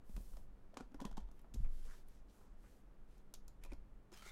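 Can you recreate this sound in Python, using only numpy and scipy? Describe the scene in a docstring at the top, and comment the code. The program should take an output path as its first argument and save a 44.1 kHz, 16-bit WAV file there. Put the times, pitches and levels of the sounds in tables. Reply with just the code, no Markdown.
"""Hands brush over a small aluminium case and bump the padded desk, which sways under it.
Two steel latches are thumbed open close by: each hasp judders by stick and slip, then lets go,
and the impacts excite the damped modes of the steel, the panels and the hollow shell.
After more brushing the lid scrapes free of its rim, and last a card rasps in at the opening.
Throughout, the walls of a small, quiet room reflect the sound over faint air noise and hum."""
import sys
import numpy as np
from scipy import signal
from scipy.fft import rfft, irfft, next_fast_len
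from scipy.io import wavfile
from scipy.ndimage import uniform_filter1d

SR = 44100
rng = np.random.default_rng(int(sys.argv[2]) if len(sys.argv) > 2 else 0)


def persist_wave(psi):
    """Save psi, clipped to +-1, as 16-bit WAV."""
    counts = np.round(np.clip(psi, -1, 1) * 32767).astype(np.int16)
    wavfile.write(sys.argv[1], SR, np.atleast_2d(counts).T)


N = 190240
TIME = np.arange(N) / SR
AGE = TIME[:8192]  # time since an impact, t/s


# Timbre by struck part: shell f/Hz, favoured panel f/Hz, click low f/Hz, click high f/Hz,
# favoured steel f/Hz, then resonance level/dB, ring level/dB, edge level/dB relative to the click
PARTS = {'wall': (199, 1256, 1998, 7400, 2301, -12, -5, -9.5),
         'first latch': (253, 1350, 1698, 7397, 2502, -8, -11, -30),
         'second latch': (211, 848, 2098, 7600, 3503, -4.5, -10, -18.5),
         'loose hasp': (210, 1257, 3785, 7605, 6792, -3, -11, -9),
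         'hasp spring': (218, 620, 2000, 7400, 7000, -8, -12, 4),
         'rim': (308, 689, 2000, 7400, 2403, -5, 1, -11), 'lid': (297, 651, 2000, 7400, 2354, 11, 9, -29),
         'panel': (275.5, 651, 2000, 7400, 5189, -4, -13, -14),
         'frame': (263, 1206, 1004, 3000, 2298, 3, -9, -30),
         'fingertip': (216, 714, 452, 1702, 1294, 5, -19, -24),
         'card': (349, 1248, 1500, 7400, 6700, 0, -14, -17)}
# Impacts on the case: t/s, part, steel level/dB, panel level/dB, shell level/dB
IMPACTS = [(.094, 'wall', -64, -69, -53.5), (.1647, 'wall', -53, -59.5, -54),
           (0.1762, 'wall', -68, -63, -51), (.203, 'wall', -80, -77, -54.5),
           (0.335, 'panel', -68, -63.5, -70), (.369, 'panel', -58.5, -59.5, -84),
           (.742, 'second latch', -62, -61, -66), (.771, 'first latch', -43, -49, -48.5),
           (0.801, 'first latch', -62, -55.5, -58.5), (0.8069, 'first latch', -54, -53, -44.5),
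           (.919, 'first latch', -71, -68, -58), (0.9444, 'panel', -59, -54, -48.5),
           (1.0023, 'second latch', -50.5, -52, -61), (1.0136, 'second latch', -52, -59, -46),
           (1.019, 'panel', -57, -51.5, -44.5), (1.0517, 'second latch', -43, -48.5, -39.5),
           (1.1125, 'second latch', -59, -59, -58), (1.127, 'second latch', -63, -62, -65),
           (1.1702, 'second latch', -51, -56, -76), (1.178, 'second latch', -53, -55.5, -43.5),
           (1.203, 'second latch', -62, -62.5, -68), (1.288, 'second latch', -72, -67, -64.5),
           (1.314, 'loose hasp', -66, -68, -61.5), (1.393, 'wall', -64.5, -75, -71),
           (1.416, 'hasp spring', -77, -89, -81), (1.445, 'fingertip', -67, -61.5, -63.5),
           (1.5396, 'second latch', -51.5, -73, -57), (1.5434, 'loose hasp', -50.5, -72, -58),
           (1.557, 'fingertip', -76, -71, -51.5), (1.6479, 'frame', -61.5, -62.5, -67),
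           (1.659, 'frame', -64.5, -65, -66), (2.085, 'hasp spring', -70, -89, -98),
           (2.412, 'fingertip', -68, -64.5, -78), (2.64, 'fingertip', -72, -66, -68),
           (3.18, 'loose hasp', -68, -82, -81), (3.339, 'loose hasp', -45, -59, -71),
           (3.3483, 'second latch', -54, -74, -74), (3.48, 'loose hasp', -54.5, -70, -93),
           (3.637, 'rim', -50.5, -65, -78), (3.6489, 'rim', -56.5, -61, -66), (3.652, 'rim', -60, -70, -73),
           (3.6598, 'panel', -62, -59, -71), (3.7183, 'lid', -53.5, -58.5, -56),
           (3.7235, 'panel', -65, -64, -48), (3.7326, 'panel', -57, -57.5, -64),
           (4.1186, 'card', -59, -65, -61), (4.1274, 'card', -58, -61, -62),
           (4.2224, 'frame', -57, -60, -70), (4.2627, 'card', -52, -56, -63.5)]
def latches():
    """Impact excitation: each contact of latch, lid or case drives steel, panels and shell at once."""
    out = np.zeros(N)
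    rebound_s, rebound_db = 0.0027, -18  # the steel bounces once
    for t, part, steel_db, panel_db, shell_db in IMPACTS:
        shell_hz, panel_hz, low_hz, high_hz, *steel_timbre = PARTS[part]
        steel = undb(steel_db) * steel_click(part, low_hz, high_hz, *steel_timbre)
        panel = undb(panel_db) * panel_ring(panel_hz)
        shell = undb(shell_db) * shell_knock(shell_hz)
        add(out, t, steel + panel + shell)
        rebound = crack(low_hz, high_hz, t60=0.016, rise_s=0.0011)
        add(out, t + rebound_s, undb(steel_db + rebound_db) * rebound)
    return out


# Modes of the steel hasps and catches: f/Hz, relative level/dB, T60/s
STEEL_MODES = [(2570, -3, 0.024), (3530, -4, 0.02), (4340, -8, 0.013), (4780, -9, 0.018),
               (5460, -3, 0.0065), (6630, 1, 0.0083), (8300, -12, 0.0057)]
# Modes of the lid's rim: f/Hz, relative level/dB, T60/s
RIM_MODES = [(2410, 3, 0.03), (3500, -7, 0.028), (5800, -16, 0.012), (7300, 0, 0.012), (9140, 1, 0.013)]
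def steel_click(part, low_hz, high_hz, spot_hz, resonance_db, ring_db, edge_db):
    """A short contact has a wide spectrum: a crack, a broad resonance, ringing metal and a high tick."""
    modes = RIM_MODES if part in ('rim', 'lid') else STEEL_MODES
    click = crack(low_hz, high_hz, t60=0.027, rise_s=0.000077)
    click += undb(resonance_db) * crack(spot_hz / 1.094, spot_hz * 1.075, t60=0.012, rise_s=0.000075)
    click += undb(ring_db) * ring(modes, spot_hz, spot_db=3, detune=0.012)
    edge = crack(9300, 13600, t60=0.016, rise_s=0.0001)
    return click / np.abs(click).max() + undb(edge_db) * edge


# Modes of the aluminium panels: f/Hz, relative level/dB, T60/s
PANEL_MODES = [(460, -1.5, 0.034), (546, 0.5, 0.055), (668, 2, 0.03), (806, -1, 0.031), (870, -6.5, 0.025),
               (991, 0, 0.034), (1210, -2, 0.025), (1368, -5, 0.022), (1450, 1.5, 0.016), (1800, -7, 0.033)]
def panel_ring(spot_hz):
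    """Free vibration of plates: the struck panels ring in their bending modes over a midrange crack."""
    bending = ring(PANEL_MODES, spot_hz, spot_db=5.5, detune=0.0035)
    return unit_peak(bending + undb(-7.5) * crack(590, 1410, t60=0.025, rise_s=0.00017))


def shell_knock(hz):
    """Damped resonance of the hollow shell: the knock dies fast and a faint boom lingers."""
    decay = fade(t60=0.04) + undb(-20.5) * fade(t60=0.14)
    attack = 1 - np.exp(-AGE / 0.002)
    tone = np.sin(2 * np.pi * hz * AGE) * decay * attack
    return unit_peak(tone + undb(-17) * crack(209, 490, t60=0.034, rise_s=0.00042))


# Judders of a hasp over its catch: start t/s, duration/s, f/Hz, level/dB
SQUEAKS = [(0.733, 0.0049, 620, -59.5), (0.7676, 0.0045, 870, -47.5), (0.8, 0.0089, 847, -56.5),
           (0.989, 0.015, 965, -54.5), (1.041, 0.0088, 981, -50), (1.169, 0.0122, 976, -49.5)]
def squeaks():
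    """Stick-slip oscillation: an uneven tone grows on a panel resonance and dies once the hasp is free."""
    out = np.zeros(N)
    for start, length, hz, db in SQUEAKS:
        grip = np.minimum(AGE / length, 1) * np.exp(-np.maximum(AGE - length, 0) / 0.0019)
        uneven = 1 + 0.13 * walk(700)[:len(AGE)]
        phase = 2 * np.pi * np.cumsum(hz * uneven) / SR
        tone = np.sin(phase) + undb(-22) * np.sin(2 * phase)
        add(out, start, undb(db) * unit_peak(grip * tone))
    return out


# Modes of desk and case under a soft blow: f/Hz, relative level/dB, T60/s
DESK_MODES = [(71, -2, .12), (104, 0, 0.08), (205, -12, 0.06)]
# Soft blows of the hands: t/s, sway f/Hz, sway level/dB, thud level/dB, rocking level/dB
THUDS = [(0.139, 38.8, -40.5, -52.5, -54), (1.214, 40.4, -42, -72, -63), (1.511, 37.1, -55, -46.5, -64),
         (1.566, 36.1, -32, -41, -29), (1.624, 30.2, -55, -50.5, -59), (3.694, 42.5, -48.5, -55, -55)]
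def thuds():
    """A soft contact excites only low modes: the desk sways, then thuds and rocks as the hand settles."""
    out = np.zeros(N)
    settle_s = 0.03227
    thud = sum(undb(db) * swing(hz, t60) for hz, db, t60 in DESK_MODES)
    for t, sway_hz, sway_db, thud_db, rock_db in THUDS:
        add(out, t, undb(sway_db) * swing(sway_hz, t60=0.27))
        add(out, t + settle_s, undb(thud_db) * thud + undb(rock_db) * swing(hz=17.5, t60=1.0))
    return out


# Envelope of the card's pushes: t/s, level/dB
CARD_PUSHES = [(4.125, -65), (4.19, -64.5), (4.217, -68), (4.226, -61.5), (4.256, -62), (4.263, -60.5),
               (4.288, -58.5), (4.31, -64.5)]
# Spectrum of its rasp: f/Hz, relative level/dB
CARD_SPECTRUM = [(150, -28), (330, -11), (600, -9), (950, -3), (1350, -0.5), (2300, -3.5), (4400, -6.5),
                 (8000, -9.5), (15500, -18)]
# Its resonances: f/Hz, bandwidth/Hz, relative level/dB, strongest at t/s
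CARD_RESONANCES = [(3130, 300, 1, 4.18), (5240, 320, 11, 4.135), (6900, 390, 10, 4.125),
                   (1322, 160, 10, 4.237), (2210, 330, 11, 4.285), (3600, 210, 15, 4.297),
                   (4480, 180, 10, 4.242), (5570, 150, 7, 4.255), (6230, 140, 6, 4.28),
                   (7700, 200, 8, 4.28)]
def card():
    """Friction drives the card's resonances, which swell and fade in turn as its free length changes."""
    start_s, attack_s, swell_s = 4.115, 0.023, 0.034
    slips = friction(grain_db=4) * undb(3 * walk(450))
    resonances = 0
    for hz, width, db, strongest_s in CARD_RESONANCES:
        flexed_time = TIME + 0.0001 * walk(30)  # a wandering delay makes the pitch waver
        resonance = np.interp(flexed_time, TIME, band(slips, hz - width / 2, hz + width / 2))
        prominence = np.exp(-((TIME - strongest_s) / swell_s) ** 2)
        resonances += undb(db) * prominence * resonance
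    echo_time = TIME - 0.00127 + 0.00005 * walk(20)  # reflection in the gap under the lid
    echo = undb(-18) * np.interp(echo_time, TIME, slips)
    rasp = colour(slips + resonances + echo, CARD_SPECTRUM)
    rasp /= np.sqrt(uniform_filter1d(rasp ** 2, size=2048))  # running rms held at 1
    pushes = undb(np.interp(TIME, *np.transpose(CARD_PUSHES)))
    return rasp * pushes * np.clip((TIME - start_s) / attack_s, 0, 1)


# Rough drags of the hands and of the lid on its rim: start t/s, duration/s, level/dB, centre f/Hz
DRAGS = [(1.265, 0.03, -86, 2860), (1.367, 0.038, -81, 2900), (1.84, 0.043, -72, 520),
         (1.859, 0.11, -69, 1460), (2.075, 0.16, -89.5, 5940), (2.28, 0.046, -84, 4300),
         (2.287, 0.29, -81, 1040), (2.627, 0.077, -78, 1830), (3.611, 0.039, -76, 2360),
         (3.691, 0.028, -75, 2300)]
def drags():
    """Rough friction: firm rubbing catches and slips in one band, along with a fine hiss."""
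    slips = friction(grain_db=8) * undb(2 * walk(110))
    hiss = undb(-6.5) * unit(band(slips, 2680, 8100))
    out = 0
    for start, length, db, hz in DRAGS:
        rub = unit(band(slips, hz / 1.51, hz * 1.31))
        out += undb(db) * swell(start, length) * (rub + hiss)
    return out


# Spectrum of sliding skin: f/Hz, relative level/dB
SKIN_SPECTRUM = [(700, -51), (1500, -6), (3000, -1.5), (6300, 3), (10500, 5.5), (13000, 5.5), (15500, 1)]
# Strokes over case and mat: start t/s, duration/s, level/dB, tilt/(dB per octave)
STROKES = [(0.025, 0.45, -73, -1.5), (1.327, 0.077, -87, -3), (1.534, 0.17, -79, -6), (1.685, 0.2, -75, -5),
           (1.821, 0.22, -72.5, -5.5), (2.043, 0.17, -80.5, -6), (2.258, 0.23, -80.5, -3),
           (2.554, 0.29, -80.5, -4.5), (3.07, 0.16, -81.5, -7)]
def hands():
    """Sliding friction: skin hisses over smooth surfaces, each stroke with its own spectral tilt."""
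    hz, db = np.transpose(SKIN_SPECTRUM)
    slips = friction(grain_db=3.5) * undb(walk(35))
    out = 0
    for start, length, level_db, tilt in STROKES:
        hiss = unit(colour(slips, np.c_[hz, db + tilt * np.log2(hz)]))
        out += undb(level_db) * swell(start, length) * hiss
    return out


def room(x, t60, treble_t60):
    """Reverberation: close walls answer within milliseconds, and absorption takes the treble first."""
    low, high = rng.standard_normal((2, len(AGE)))
    tail = band(low, 280, 5200) * fade(t60) + undb(-0.5) * band(high, 3900, 18000) * fade(treble_t60)
    tail *= np.clip(AGE / 0.0037 - 0.5, 0, 1)
    return signal.fftconvolve(x, tail / np.linalg.norm(tail))[:N]


# Spectrum of the room air: f/Hz, relative level/dB
AIR_SPECTRUM = [(30, -19.5), (60, -24.5), (120, -2.5), (220, -2.5), (400, -6), (800, -13.5), (1300, -17),
                (2500, -27), (5000, -35.5), (10000, -38.5), (15500, -41.5)]
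# Hum of an appliance: f/Hz, level/dB
HUM = [(120, -81), (199, -78)]
# Spectrum of the desk's tremble: f/Hz, relative level/dB
TREMBLE_SPECTRUM = [(6, -23.5), (14, 11.5), (22, -5.5), (41, -2), (55, -15.5), (100, -24), (200, -43.5),
                    (2000, -130)]
# Hands leaning on the case: start t/s, duration/s, level/dB
LEANS = [(0, 0.59, -50), (0.94, 0.36, -52), (1.517, 0.38, -54.5), (2.582, 0.15, -79), (3.422, 0.54, -58)]
def background():
    """Ambient noise: air, hum and the forced vibration of the desk, stronger while hands lean on it."""
    air_db, resting_desk_db = -71, -56.5
    air = unit(colour(rng.standard_normal(N), AIR_SPECTRUM)) * undb(air_db + 0.3 * walk(1.7))
    hum = sum(undb(db) * unit(np.sin(2 * np.pi * hz * TIME)) for hz, db in HUM)
    tremble = unit(colour(rng.standard_normal(N), TREMBLE_SPECTRUM))
    leaning = sum(undb(db) * swell(start, length) for start, length, db in LEANS)
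    return air + hum + tremble * (undb(resting_desk_db) + leaning)


def ring(modes, spot_hz, spot_db, detune, scatter_db=2):
    """Modal superposition: the struck spot favours modes near spot_hz, and the grip detunes them."""
    out = 0
    for (hz, db, t60), (size, shift, sign) in zip(modes, rng.standard_normal((len(modes), 3))):
        near = np.exp(-(np.log(hz / spot_hz) / 0.28) ** 2)
        wave = np.sin(2 * np.pi * hz * (1 + detune * shift) * AGE)
        out += np.sign(sign) * undb(db + spot_db * near + scatter_db * size) * fade(t60) * wave
    return unit_peak(out)


def crack(lo_hz, hi_hz, t60, rise_s):
    """Contact noise: hard parts chatter in a brief burst, whitened so it has no pitch, then band-passed."""
    contact = fade(t60) * (1 - np.exp(-AGE / rise_s))
    spectrum = rfft(rng.standard_normal(len(AGE)) * contact)
    whitened = irfft(spectrum / np.abs(spectrum))
    return unit_peak(band(whitened * fade(t60) ** 0.25, lo_hz, hi_hz))


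def swing(hz, t60):
    """Damped oscillator: a soft push takes about a cycle to set it swinging."""
    age = TIME[:SR]
    onset = 1 - np.exp(-(age * hz / 0.5) ** 2)
    return unit_peak(np.sin(2 * np.pi * hz * age) * fade(t60, age) * onset)


def friction(grain_db):
    """Friction noise: countless tiny slips of log-normal size."""
    size, slip = rng.standard_normal((2, N))
    return unit(undb(grain_db * size) * slip)


def swell(start, length):
    """Parabolic envelope: a stroke speeds up, then slows to rest."""
    along = np.clip((TIME - start) / length, 0, 1)
    return 4 * along * (1 - along)


def fade(t60, age=AGE):
    """Exponential decay, 60 dB down after t60."""
    return np.exp(-np.log(1000) * age / max(t60, 1e-3))


def walk(rate_hz):
    """Random modulation, interpolated, of spread near 1."""
    knots = rng.standard_normal(N // 10)
    return np.interp(TIME * rate_hz, np.arange(len(knots)), knots)


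def colour(x, points):
    """Spectral shaping by (f/Hz, level/dB) points."""
    hz, db = np.transpose(points)
    size = next_fast_len(len(x))
    f = np.fft.rfftfreq(size, 1 / SR)
    gain = undb(np.interp(np.log(f + 1), np.log(hz), db))
    return irfft(rfft(x, size) * gain, size)[:len(x)]


def band(x, lo_hz, hi_hz):
    """Causal band-pass."""
    return signal.sosfilt(signal.butter(2, [lo_hz, hi_hz], 'band', fs=SR, output='sos'), x)


def undb(db):
    """Level to amplitude ratio."""
    return 10 ** (np.asarray(db) / 20)


def unit(x):
    """Normalise to rms 1."""
    return x / np.std(x)


def unit_peak(x):
    """Normalise the loudest two milliseconds to rms 1."""
    return x / np.sqrt(uniform_filter1d(x ** 2, size=88).max())


def add(out, start_s, x):
    """Superpose x on out from start_s."""
    i = int(start_s * SR)
    out[i:i + len(x)] += x[:N - i]


def scene():
    """Superposition of direct and reflected sound; the case's far sides ring differently into the room."""
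    rubbing = squeaks() + hands() + drags() + card()
    far_sides = latches()
    walls = undb(-10) * room(far_sides + rubbing, t60=0.21, treble_t60=0.17)
    return (latches() + rubbing + walls + thuds() + background())[None]


def record(dry):
    """Band limiting: a steep low-pass removes the highest treble."""
    cutoff_hz = 15850
    return signal.sosfilt(signal.ellip(10, 0.2, 70, cutoff_hz, fs=SR, output='sos'), dry)


dry = scene()
out = record(dry)
persist_wave(out)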